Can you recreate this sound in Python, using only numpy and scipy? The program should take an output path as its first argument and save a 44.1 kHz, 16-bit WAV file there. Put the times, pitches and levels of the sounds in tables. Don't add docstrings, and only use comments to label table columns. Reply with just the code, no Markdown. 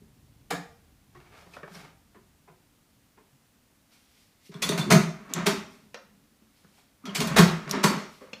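import sys
import numpy as np
from scipy import signal
from scipy.fft import rfft, irfft
from scipy.io import wavfile
from scipy.ndimage import uniform_filter1d, map_coordinates

SR = 44100
rng = np.random.default_rng(int(sys.argv[2]) if len(sys.argv) > 2 else 0)


def amplitude_ratio(level_db):
    exponent = np.asarray(level_db, float) / 20
    return 10 ** exponent


def int16_out(signal):
    q = np.round(np.clip(np.atleast_2d(signal).T, -1, 1) * 32767)
    wavfile.write(sys.argv[1], SR, q.astype(np.int16))


N = 370440
TIME = np.arange(N) / SR


def unit(x):
    return x / np.sqrt(np.mean(x ** 2))


def coloured(x, points):
    hz, db = np.transpose(points)
    f = np.fft.rfftfreq(len(x), 1 / SR)
    return irfft(rfft(x) * amplitude_ratio(np.interp(np.log(f + 1), np.log(hz), db)), len(x))


def band(x, lo_hz, hi_hz):
    edges_hz = [lo_hz, min(hi_hz, .45 * SR)]
    return signal.sosfilt(signal.butter(2, edges_hz, "bandpass", fs=SR, output="sos"), x)


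def grit(spread_db):
    grains = np.repeat(rng.exponential(size=N // 16 + 1), 16)[:N]
    return unit(rng.standard_normal(N) * amplitude_ratio(spread_db * grains))


def wander(hold, smooth):
    steps = np.repeat(rng.standard_normal(N // hold + 1), hold)
    return uniform_filter1d(steps, smooth)


def swells(times, db, rise_s, fall_s):
    coarse = TIME[::32]
    late = coarse - np.asarray(times)[:, None]
    drop = np.maximum(-late / np.reshape(rise_s, (-1, 1)), late / np.reshape(fall_s, (-1, 1)))
    gain = amplitude_ratio(np.asarray(db)[:, None] - 20 * drop).sum(axis=0)
    return np.interp(TIME, coarse, uniform_filter1d(gain, size=25))


def contacts(times, db, ms, per_energy):
    env = np.zeros(N)
    for s, gain, tau in zip(times, amplitude_ratio(db), np.clip(ms, .3, 60) / 1000):
        start = int((s - 0.81 * tau / 2) * SR)
        t = TIME[:min(int(12 * tau * SR), N - start)] / tau
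        shape = (1 - np.exp(-t / 0.61)) ** 3 * np.exp(1.5 - t)
        env[start:start + len(t)] += gain * shape / (np.sqrt(2 * tau * SR) if per_energy else 1)
    return env


def ring(force, modes, damping):
    longest_ring_s = .13
    t = TIME[:SR // 8]
    body = 0
    for hz, db, t60 in modes:
        spread = 1 + .035 * rng.standard_normal((9, 1))
        cluster = np.sin(2 * np.pi * hz * spread * t).T @ rng.standard_normal(9) / np.sqrt(9)
        body = body + amplitude_ratio(db - 60 * damping * t / min(t60, longest_ring_s)) * cluster
    body = body / np.sqrt(np.sum(amplitude_ratio(np.array(modes)[:, 1]) ** 2) / 2)
    return signal.oaconvolve(force, body)[:N]


def sing(table, trim_db):
    blur_hz_s = 10
    out = np.zeros(N)
    chance = rng.standard_normal((len(table), 24))
    for (s, db, hz, t60, ms), draw in zip(table, chance):
        start = int(s * SR)
        t = TIME[:min(int(t60 * SR), N - start)]
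        scatter_hz = np.minimum(blur_hz_s / t60, hz / 7) * draw[:12, None]
        phase = (hz + scatter_hz) * t + draw[12:, None]
        partials = np.sin(2 * np.pi * phase).sum(axis=0) / np.sqrt(12)
        swell = 1 - np.exp(-1000 * t / max(ms, .3))
        out[start:start + len(t)] += amplitude_ratio(db + trim_db - 60 * t / t60) * swell * partials
    return out


def thuds(table, panel_hz):
    out = np.zeros(N)
    turns = rng.random((len(table), 4))
    for (s, db, boom_hz, panel_db, ms), turn in zip(table, turns):
        start, tau = int(s * SR), np.clip(ms, 2, 60) / 1000
        t = TIME[:min(int(14 * tau * SR), N - start)]
        boom = np.sin(2 * np.pi * (boom_hz * t + turn[0]))
        boom += 0.25 * np.sin(2 * np.pi * (.81 * boom_hz * t + turn[1]))
        panel = np.sin(2 * np.pi * (panel_hz * (.94 + .12 * turn[3]) * t + turn[2]))
        panel = amplitude_ratio(panel_db - 1.0) * panel * np.exp(-t / .05)
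        swing = t / tau * np.exp(1 - t / tau)
        out[start:start + len(t)] += amplitude_ratio(db - 4.5) * swing * (boom + panel)
    return out


# freq_hz, level_db
ROOM_HISS = [(12, -32), (24, -18.5), (163, -12.5), (198, -6), (293, -6), (340, -14.5), (2530, -21.5),
             (15500, -27)]
# time_s, level_db
FLOOR_DRONE = [(0, -57), (1.2, -59.5), (2.1, -63.5), (3.0, -69), (6.0, -69), (8.4, -70)]


def room_tone():
    s, _, _, load_db = np.transpose(LOADS)
    gain = amplitude_ratio(np.interp(TIME, *np.transpose(FLOOR_DRONE))) + swells(s, load_db, .06, .15)
    drone = unit(band(rng.standard_normal(N), 38, 160)) * gain * amplitude_ratio(-8.5)
    return unit(coloured(rng.standard_normal(N), ROOM_HISS)) * amplitude_ratio(-72) + drone


# freq_hz, t60_s
WALL_DECAY = [(100, 0.2), (260, 0.37), (700, 0.41), (1840, 0.38), (4850, 0.37), (12800, 0.25)]


def room():
    t = TIME[:SR]
    hz, t60 = np.transpose(WALL_DECAY)
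    tail = 0
    for centre in 90 * 2. ** np.arange(8):
        fall_db = -60 * t / np.interp(np.log(centre), np.log(hz), t60)
        next_door_db = -23.5 - 0.9 * np.log2(centre / 90) + 0.32 * fall_db
        decay = amplitude_ratio(fall_db) + amplitude_ratio(next_door_db)
        octave = band(rng.standard_normal(SR), centre / np.sqrt(2), centre * np.sqrt(2))
        tail = tail + octave * decay / np.sqrt(np.sum(decay ** 2))
    tail = tail * np.clip((t - .003) / 0.0027, 0, 1)
    tones = rfft(tail)
    excess = (np.abs(tones) + 1e-9) / uniform_filter1d(np.abs(tones), size=60)
    tail = irfft(tones / np.maximum(excess, 1) ** .85, SR) * np.clip(1.25 - t / .56, 0, 1)
    return unit(tail) / np.sqrt(SR)


def echoes(send):
    sway_ms, hold = .07, SR // 40
    sway = uniform_filter1d(wander(hold, hold), hold)[:N]
    echo = signal.fftconvolve(send, room())[:N]
    return map_coordinates(echo, [np.arange(N) + sway_ms * SR / 1000 * sway], mode="mirror")


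# freq_hz, level_db, t60_s
GUARD_MODES = [(455.4, 7, 0.23), (700, -2, .12), (806, -1.5, 0.1), (1040, 4, 0.23), (1214, 2, 0.079),
               (1493, -12.5, 0.092), (1700, -10, 0.065), (1712, 2, 0.134), (2330, 1, 0.035),
               (2226, -6.5, 0.3), (2760, -30, 0.071)]
# start_s, clack_db, then re clack parts_db and table_db, contact_ms
GUARD_TAPS = [
    (0.5052, -26, -9.5, -4.5, 4.8),
    (0.52, -42, -23, -0.5, 3.4),
    (0.5324, -49, -20, -5, 1),
]


def guard_click():
    return hits(GUARD_TAPS, -11, GUARD_MODES, 1.4)


# peak_s, rub_db, hiss_db, rise_s and fall_s per
# 20 dB
SLIDES = [(1.17, -55, -75, .04, 0.33), (1.36, -53, -68, .16, .2), (1.546, -57, -56.5, 0.06, 0.05),
          (1.69, -64, -70, .1, 0.17), (1.745, -75, -50.5, 0.04, 0.09), (1.83, -51, -78, .2, 0.1),
          (3.928, -68.5, -60.5, .04, 0.14), (4.196, -76, -62.5, 0.25, 0.2), (4.468, -70.5, -54.5, .06, .04),
          (6.58, -78, -67.5, .11, .12), (6.79, -66.5, -62.5, 0.2, .11), (8.12, -75, -58, .1, .3),
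          (5.72, -78, -61, .1, .2), (1.39, -62, -63, .03, .1), (1.8, -57, -66, .05, .08)]
# freq_hz, level_db
PAPER_HISS = [(1180, -30), (2000, -6), (5390, -7), (6420, -12), (14000, -17), (15600, -35.5), (16000, -50)]


def slides():
    rub = unit(ring(grit(1.0), GUARD_MODES + FRAME_MODES[2:], 14.0))
    rub = rub + 0.6 * unit(band(grit(3.7), 300, 3400))
    hiss = unit(coloured(grit(1.2), PAPER_HISS))
    hold = int(.02 * SR)
    catch = np.repeat(rng.standard_normal(N // hold + 1), hold)[:N]
    rub = unit(rub * amplitude_ratio(5 * uniform_filter1d(catch, size=300)))
    s, rub_db, hiss_db, rise_s, fall_s = np.transpose(SLIDES)
    rub = rub * swells(s, rub_db, rise_s, fall_s) * amplitude_ratio(-8.5)
    return rub + hiss * swells(s, hiss_db, rise_s, fall_s) * amplitude_ratio(-9)


# start_s, knock_db, knock_hz, tick_db re knock, contact_ms
KNOCKS = [(1.15, -49, 1060, -16, 2.5), (1.249, -61, 939, -20, 4), (1.372, -56.5, 1840, -6, 6),
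          (1.462, -56, 1010, -12, 4.8), (1.536, -48, 2400, -6, 5), (1.566, -35, 1390, -24, 1.6),
          (1.631, -37, 1560, -26, 2), (1.677, -43, 920, -19, 1.9), (1.746, -44.5, 1200, -10, 7),
          (2.145, -51.5, 800, -22, 6), (2.476, -52, 800, -27, 7), (3.173, -55, 900, -28, 7),
          (3.92, -64, 1770, 0, 2.4), (6.42, -64, 1077, -9.5, 3), (6.646, -56, 1420, -14, 1.5)]


def knocks():
    s, db, knock_hz, tick_db, ms = np.transpose(KNOCKS)
    slap_db = db - 6
    noise, out = grit(1.7), np.zeros(N)
    for when, gain_db, hz, length in zip(s, db, knock_hz, ms):
        span = slice(int(when * SR) - 999, int(when * SR) + 5000)
        press = contacts([when], np.array([gain_db - 14.5]), [1.46 * length], False)
        out[span] += unit(band(noise[span], hz / 1.11, hz * 1.11)) * press[span]
    slap = unit(band(grit(1.2), 284, 1970)) * contacts(s, slap_db - 4.5, 1.9 * ms, False)
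    table = ring(grit(0.9) * contacts(s, slap_db - 7.5, ms, True), GUARD_MODES, 2.2)
    tick = unit(band(grit(1.5), 2800, 6300)) * contacts(s, db + tick_db - 7.0, ms, False)
    soft = signal.butter(3, 2800, fs=SR, output="sos")
    return signal.sosfilt(soft, out + slap + table) + tick


# start_s, level_db, pitch_hz, t60_s, swell_ms
PAD_NOTES = [(1.151, -54, 1050, .16, 2), (1.155, -56, 1900, .12, 4), (1.32, -58, 2550, .1, 10),
             (1.4, -57, 2350, .12, 12), (1.464, -54, 650, .1, 5), (1.536, -47, 2480, .09, 4),
             (1.537, -50, 1150, .07, 3), (1.566, -46, 1500, .06, 3), (1.567, -48, 570, .07, 3),
             (1.63, -40, 1560, .08, 3), (1.63, -44, 1200, .08, 3), (1.632, -45, 480, .12, 4),
             (1.678, -45, 940, .07, 3), (1.712, -53, 1490, .05, 3), (1.745, -49, 5500, .07, 6),
             (1.745, -49, 4200, .07, 6), (1.79, -54, 1900, .1, 8), (1.835, -53, 1000, .08, 6),
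             (2.146, -60, 1010, .22, 4), (2.15, -56, 380, .2, 10), (2.15, -62, 1750, .1, 6),
             (2.477, -60, 1010, .22, 4), (2.48, -56, 400, .2, 8), (3.173, -63, 1000, .16, 4),
             (3.175, -59, 400, .2, 6), (6.646, -58, 1400, .06, 1)]


def pad_notes():
    return sing(PAD_NOTES, -1)


# start_s, boom_db, boom_hz, panel_db re boom, swell_ms
BUMPS = [(0.016, -51, 221, -2.5, 6), (1.154, -55.5, 135.6, 6.5, 20), (1.46, -55, 178, 0, 16),
         (1.63, -46.5, 175, 2, 4.8), (1.708, -46.5, 180, -16, 10.4), (1.828, -50.5, 152, 0, 7),
         (2.161, -55, 226, 1, 10.6), (2.492, -56.5, 157, 3, 9), (3.173, -63, 240, 6, 7.6),
         (3.323, -58, 130, -29, 7.4), (6.416, -55.5, 222.5, -5.5, 7.1), (6.646, -51.5, 194, -6.5, 3.5),
         (8.213, -52, 259, 5, 8), (1.76, -48, 170, -14, 9)]


def bumps():
    return thuds(BUMPS, 377.3)


# start_s, boom_db, boom_hz, bracket_db re boom, swell_ms
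JOLTS = [
    (0.521, -36, 177, -6, 11),
    (0.575, -44, 170, -12, 14),
    (0.52, -40.5, 288, -20, 14),
    (1.569, -60, 264, 6, 5.2),
    (5.9435, -52, 213, 13, 3),
    (8.33, -40.5, 210, 2, 3.7),
]


def jolts():
    return thuds(JOLTS, 491)


# start_s, clack_db, then re clack table_db, sizzle_db, rattle_db
SNAPS = [
    (5.3372, -27, -20, -3, -13),
    (5.9442, -38, 0, -20, -8),
    (7.2735, -36, -2, -1, -9),
    (7.0548, -36, -8, -14, -6),
    (7.7112, -25, -22, -2, -12),
    (8.332, -39, -4, -24, -6),
]


def snaps():
    s, clack_db, plate_db, sizzle_db, rattle_db = np.transpose(SNAPS)
    layers = ((clack_db - 6, 2500, 6600),
              (clack_db + sizzle_db - 1.5, 5600, 14500),
              (clack_db + plate_db - 3.5, 450, 2400))
    out = 0
    for db, lo_hz, hi_hz in layers:
        noise = unit(band(band(rng.standard_normal(N), lo_hz, hi_hz), lo_hz, hi_hz))
        tick = contacts(s, db, 0.7 + 0 * s, False)
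        spring = contacts(s + 0.0012, db + rattle_db - lo_hz / 800, 6.0 + 0 * s, False)
        out = out + noise * (tick + spring)
    return out


# start_s, level_db, pitch_hz, t60_s, swell_ms
CHINKS = [(5.934, -55, 2700, .05, 6), (5.944, -40, 2700, .05, 1), (5.972, -50, 5600, .04, 2),
          (5.972, -47, 1350, .08, 3), (8.332, -38, 2550, .06, 1), (8.334, -43, 4300, .05, 2),
          (8.334, -43, 3350, .08, 2), (8.358, -50, 3000, .06, 4), (0.498, -52, 3000, .04, 3),
          (0.506, -33, 800, .08, 2), (0.512, -37, 1730, .3, 4), (0.514, -35, 2850, .06, 4),
          (5.3365, -22, 6700, .018, .4), (5.361, -40, 3900, .04, 1), (5.39, -40, 1400, .1, 6),
          (4.918, -29, 520, .16, 6), (5.475, -35, 3000, .07, 6), (7.7108, -22, 5600, .018, .4),
          (7.73, -38, 2000, .08, 5), (5.47, -32, 850, .15, 5), (4.624, -35, 9200, .04, 2),
          (4.692, -31, 6000, .04, 1), (4.786, -39, 4200, .16, 6), (4.978, -37, 6200, .04, 2),
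          (7.77, -46, 3900, .12, 10), (7.215, -33, 6200, .05, 3), (7.266, -41, 4000, .06, 5),
          (7.39, -28, 560, .16, 6), (7.366, -27, 3790, .05, 2), (5.945, -47, 560, .2, 3),
          (7.85, -33, 6200, .08, 3)]


def chinks():
    return sing(CHINKS, -1.5)


# freq_hz, level_db, t60_s
FRAME_MODES = [(156, -11.5, 0.22), (194, -6.5, 0.11), (226, -3.5, 0.78), (381, -12, 0.45),
               (472, -9.5, 0.75)]
# start_s, stop_s, shake_db, rattle_db
RUNS = [
    (4.56, 5.6, -48, -56.5),
    (5.7, 6.2, -62, -80),
    (7.08, 7.952, -45, -49),
]
# peak_s, shake_db, rattle_db, drone_db
LOADS = [(4.67, -27.5, -53, -47), (4.8, -38, -47, -58), (4.922, -15, -40, -39), (5.0, -50, -42, -54.5),
         (5.39, -41, -34.5, -50), (5.526, -34.5, -43.5, -49), (7.226, -25, -60, -43),
         (7.326, -36.5, -35.5, -48), (7.39, -21, -57, -34), (7.492, -45, -36.5, -55), (7.75, -40, -33, -54),
         (7.922, -30, -37, -54), (8.28, -57, -59, -66)]


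def drive():
    s, shake_db, rattle_db, _ = np.transpose(LOADS)
    shake_gain = swells(s, shake_db, .06, .06)
    rattle_gain = swells(s, rattle_db, .07, .09)
    for start, stop, run_shake_db, run_rattle_db in RUNS:
        outside = np.maximum((start - TIME) / .06, (TIME - stop) / 0.21)
        turning = amplitude_ratio(-20 * np.maximum(outside, 0))
        shake_gain = shake_gain + amplitude_ratio(run_shake_db) * turning
        rattle_gain = rattle_gain + amplitude_ratio(run_rattle_db) * turning
    shake = unit(ring(grit(0.6), FRAME_MODES, 2.8)) * shake_gain * amplitude_ratio(-11.5)
    grains = grit(1.5)
    rattle = .6 * unit(ring(grains, TABLE_MODES, 4.0))
    rattle = rattle + unit(band(band(grains, 700, 2700), 700, 2700))
    rattle = rattle + .2 * unit(band(grains, 2800, 7000))
    return shake + rattle * rattle_gain * amplitude_ratio(-11.5)


# start_s, boom_db, boom_hz, panel_db re boom, swell_ms
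DOWN_SHOVES = [(4.493, -41, 183, -3, 4.9), (4.549, -36.5, 170, -7, 6.2), (4.63, -42, 184, 2, 10),
               (4.696, -21, 194, -1.5, 4), (4.72, -27.5, 171, -1, 9.9), (4.79, -23.5, 165, -7, 5.5),
               (4.86, -36, 139, 7, 17), (4.912, -16.5, 145.8, -9, 4), (7.039, -38.5, 251, -17, 11),
               (7.075, -32, 194, -7.5, 8.8), (7.18, -30.5, 156, -2, 7.5), (7.209, -28.5, 245, 2.5, 4.3),
               (7.257, -26.5, 172, -25, 7.2), (7.311, -22, 157, -15, 4.1), (7.369, -21, 230, -4, 11)]
# start_s, boom_db
STROKES = [
    (4.929, -7.5),
    (7.39, -7),
]
# delay_s, level_db re stroke, boom_hz, panel_db re boom, swell_ms
ROCKING = [
    (0, -1.5, 187.6, -4.5, 6.2),
    (.0245, -5.5, 164.7, -10, 9.5),
    (.055, -14.5, 153, -6, 4.3),
]
# start_s, boom_db, boom_hz, panel_db re boom, swell_ms
UP_SHOVES = [(5.307, -37.5, 245, -9.5, 5.2), (5.343, -33, 171, -2.5, 28), (5.375, -31, 239, 1.5, 6.1),
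             (5.469, -22, 194, 4, 7.6), (5.529, -29, 236, -14, 6.5), (7.667, -35, 157, -6, 9),
             (7.694, -35.5, 194, -4.5, 33), (7.734, -32.5, 264, 6.5, 13.6), (7.771, -31, 242, 3.5, 6.4),
             (7.843, -15.5, 195, -2.5, 5.9), (7.899, -33, 246, 3, 10.4), (7.968, -29, 223, -6, 4.6)]


def stand_booms():
    rocks = [(s + delay, db + rel_db, *rest) for s, db in STROKES for delay, rel_db, *rest in ROCKING]
    return thuds(DOWN_SHOVES + rocks + UP_SHOVES, 377.3)


# start_s, level_db, pitch_hz, t60_s, swell_ms
RINGS = [(4.621, -30, 3480, .2, 5), (4.622, -31, 6370, .06, 3), (4.622, -36, 2420, .06, 3),
         (4.69, -30, 3580, .14, 2), (4.797, -33, 3560, .17, 8), (4.914, -22, 1960, .1, 4),
         (4.92, -26, 6600, .06, 4), (5.35, -38, 1900, .15, 12), (7.038, -47, 1250, .06, 6),
         (7.056, -43, 1320, .16, 5), (7.056, -44, 3200, .1, 3), (7.088, -43, 3150, .08, 4),
         (7.15, -32, 4480, .09, 4), (7.15, -33, 7400, .07, 3), (7.17, -35, 1600, .15, 8),
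         (7.206, -33, 4590, .07, 4), (7.842, -24, 1060, .2, 5), (8.0, -56, 5690, .45, 60),
         (7.95, -50, 4300, .4, 30), (5.47, -56, 5700, .6, 15), (8.205, -52, 1100, .15, 10),
         (8.21, -47, 520, .25, 15), (4.542, -52, 3420, .1, 4), (4.95, -28, 1400, .16, 10),
         (4.925, -27, 4200, .08, 3), (5.0, -38, 1950, .15, 8), (5.385, -39, 2300, .1, 6),
         (5.468, -27, 1300, .12, 4), (5.47, -30, 4200, .07, 3), (7.385, -21.5, 1060, .16, 5),
         (7.39, -25, 1480, .12, 5), (7.39, -22, 380, .2, 10), (7.388, -27, 4300, .08, 3),
         (7.43, -33, 6000, .06, 4), (7.47, -35, 4000, .08, 5), (7.745, -37, 1100, .12, 8),
         (7.4, -18, 155, .22, 14)]


def part_rings():
    return sing(RINGS, -1.5)


# freq_hz, level_db
CLACK = [(1180, -25.5), (2000, -1), (2740, -10.5), (5250, -7.5), (6590, -2.5), (12000, -17.5),
         (15200, -20.5), (16000, -62.5)]
# freq_hz, level_db, t60_s
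PART_MODES = [(2602, -10, 0.037), (3620, -9, .05), (4317, -9, .05), (5350, -16, 0.041), (6300, -11, .02),
              (7890, -13, 0.029)]


def hits(table, sizzle_db, plate, plate_damping):
    s, clack_db, parts_db, plate_db, ms = np.transpose(table)
    plate_db = clack_db + plate_db
    chatter = coloured(grit(0.5), CLACK)
    clack = unit(band(chatter, 2200, 5540)) * contacts(s, clack_db - 12.0, ms, False)
    sizzle = unit(band(chatter, 7900, 19000)) * contacts(s, clack_db + sizzle_db - 5, ms, False)
    parts = ring(grit(0.5) * contacts(s, clack_db + parts_db - 4, ms, True), PART_MODES, 3.5)
    broad = unit(band(grit(0.59), 310, 1900)) * contacts(s, plate_db - 7.5, 1.92 * ms, False)
    sheet = ring(grit(1.3) * contacts(s, plate_db - 4, 1.31 * ms, True), plate, plate_damping)
    return clack + sizzle + parts + broad + sheet


# freq_hz, level_db, t60_s
TABLE_MODES = [(645, 1.5, 0.14), (699, -19.5, 0.4), (820, -28, 0.11), (827, -14, 0.09), (1053, -5.5, 0.24),
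               (1090, 1.5, 0.071), (1164, -10.5, 0.25), (1193, -18, 2.1), (1460, -7.5, 2.8),
               (1646, -28, 0.4), (1880, -21.5, 0.99), (2030, -27.5, 0.7), (2070, -17, 0.72),
               (2420, -26, 0.64)]
# start_s, clack_db, then re clack parts_db and table_db, contact_ms
BLOWS = [(4.5404, -44.5, 1, -3, 2), (4.6209, -19, -5, -13.5, 8.5), (4.6896, -17.5, -11, -14, 2.8),
         (4.7764, -24, -9, -5, 3), (4.9032, -15, -9, -2.5, 7), (4.9228, -11, -14.5, -18.5, 2.8),
         (4.9136, -18, -10, -10, 2.5), (4.929, -18, -8, -14, 2), (4.7844, -27, -6, -10, 5),
         (4.794, -32, -6, -10, 3), (7.273, -28, -6, -6, 5), (7.3708, -22, -8, -8, 3),
         (7.212, -26, -5, -8, 4), (5.363, -37, -8, -4, 2), (7.432, -24, -6, -10, 3),
         (5.459, -29.5, -14, -1, 2.6), (5.4648, -14.5, -14, -10, 5.1), (7.1486, -21, -13, -14, 10.5),
         (7.203, -19, -16, -11.5, 3.5), (7.363, -17, -2, 1, 8), (7.3834, -11, -9, -13.5, 6.5),
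         (7.6935, -30.5, -17, -12, 3.9), (7.8315, -24.5, -22, -5, 8.8), (7.8389, -12.5, -14, -8, 3.9)]
# start_s, clack_db, table_db re clack, contact_ms
NUDGES = [(4.5161, -52, -2, 9), (4.7194, -39, 10, 3), (5.2924, -51, 2.5, 12), (5.3574, -46, 7, 9),
          (5.3911, -49, 4, 5), (7.06, -40, -4, 8.9), (7.677, -39, 5, 1.6), (7.7332, -42, 9, 8.8),
          (7.7694, -51, 6, 3.4), (7.9794, -41, -6, 20), (8.206, -62, 8.5, 12)]


def stitching():
    nudges = [(s, db, -16, table_db, ms) for s, db, table_db, ms in NUDGES]
    sizzle_db = np.array([-11.5] * len(BLOWS) + [-17.5] * len(nudges))
    return hits(BLOWS + nudges, sizzle_db, TABLE_MODES, 1.6)


def scene():
    paper = knocks() + slides()
    pad, small, notes = pad_notes(), chinks(), part_rings()
    latches = snaps()
    booms = bumps() + jolts() + stand_booms()
    steel = guard_click() + drive() + stitching()
    dull_latches = band(band(latches, 300, 7500), 300, 7500)
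    send = amplitude_ratio(-1.5) * steel + amplitude_ratio(-4.0) * dull_latches + amplitude_ratio(-5) * booms + amplitude_ratio(-3.5) * paper
    send = send + amplitude_ratio(-11) * notes + amplitude_ratio(-13) * pad + amplitude_ratio(-10) * small
    heard = small + notes + pad + steel + latches + booms + paper + echoes(send)
    no_bass = signal.butter(4, 130, "highpass", fs=SR, output="sos")
    return (signal.sosfilt(no_bass, heard) + room_tone())[None]


def top_cut(x):
    return signal.sosfilt(signal.butter(12, 16470, fs=SR, output="sos"), x)


def record(dry):
    soft = np.tanh(1.643 * dry) / 0.79
    mix = signal.sosfilt(signal.ellip(6, .2, 30, 15300, fs=SR, output="sos"), soft)
    return top_cut(mix)


dry = scene()
out = record(dry)
int16_out(out)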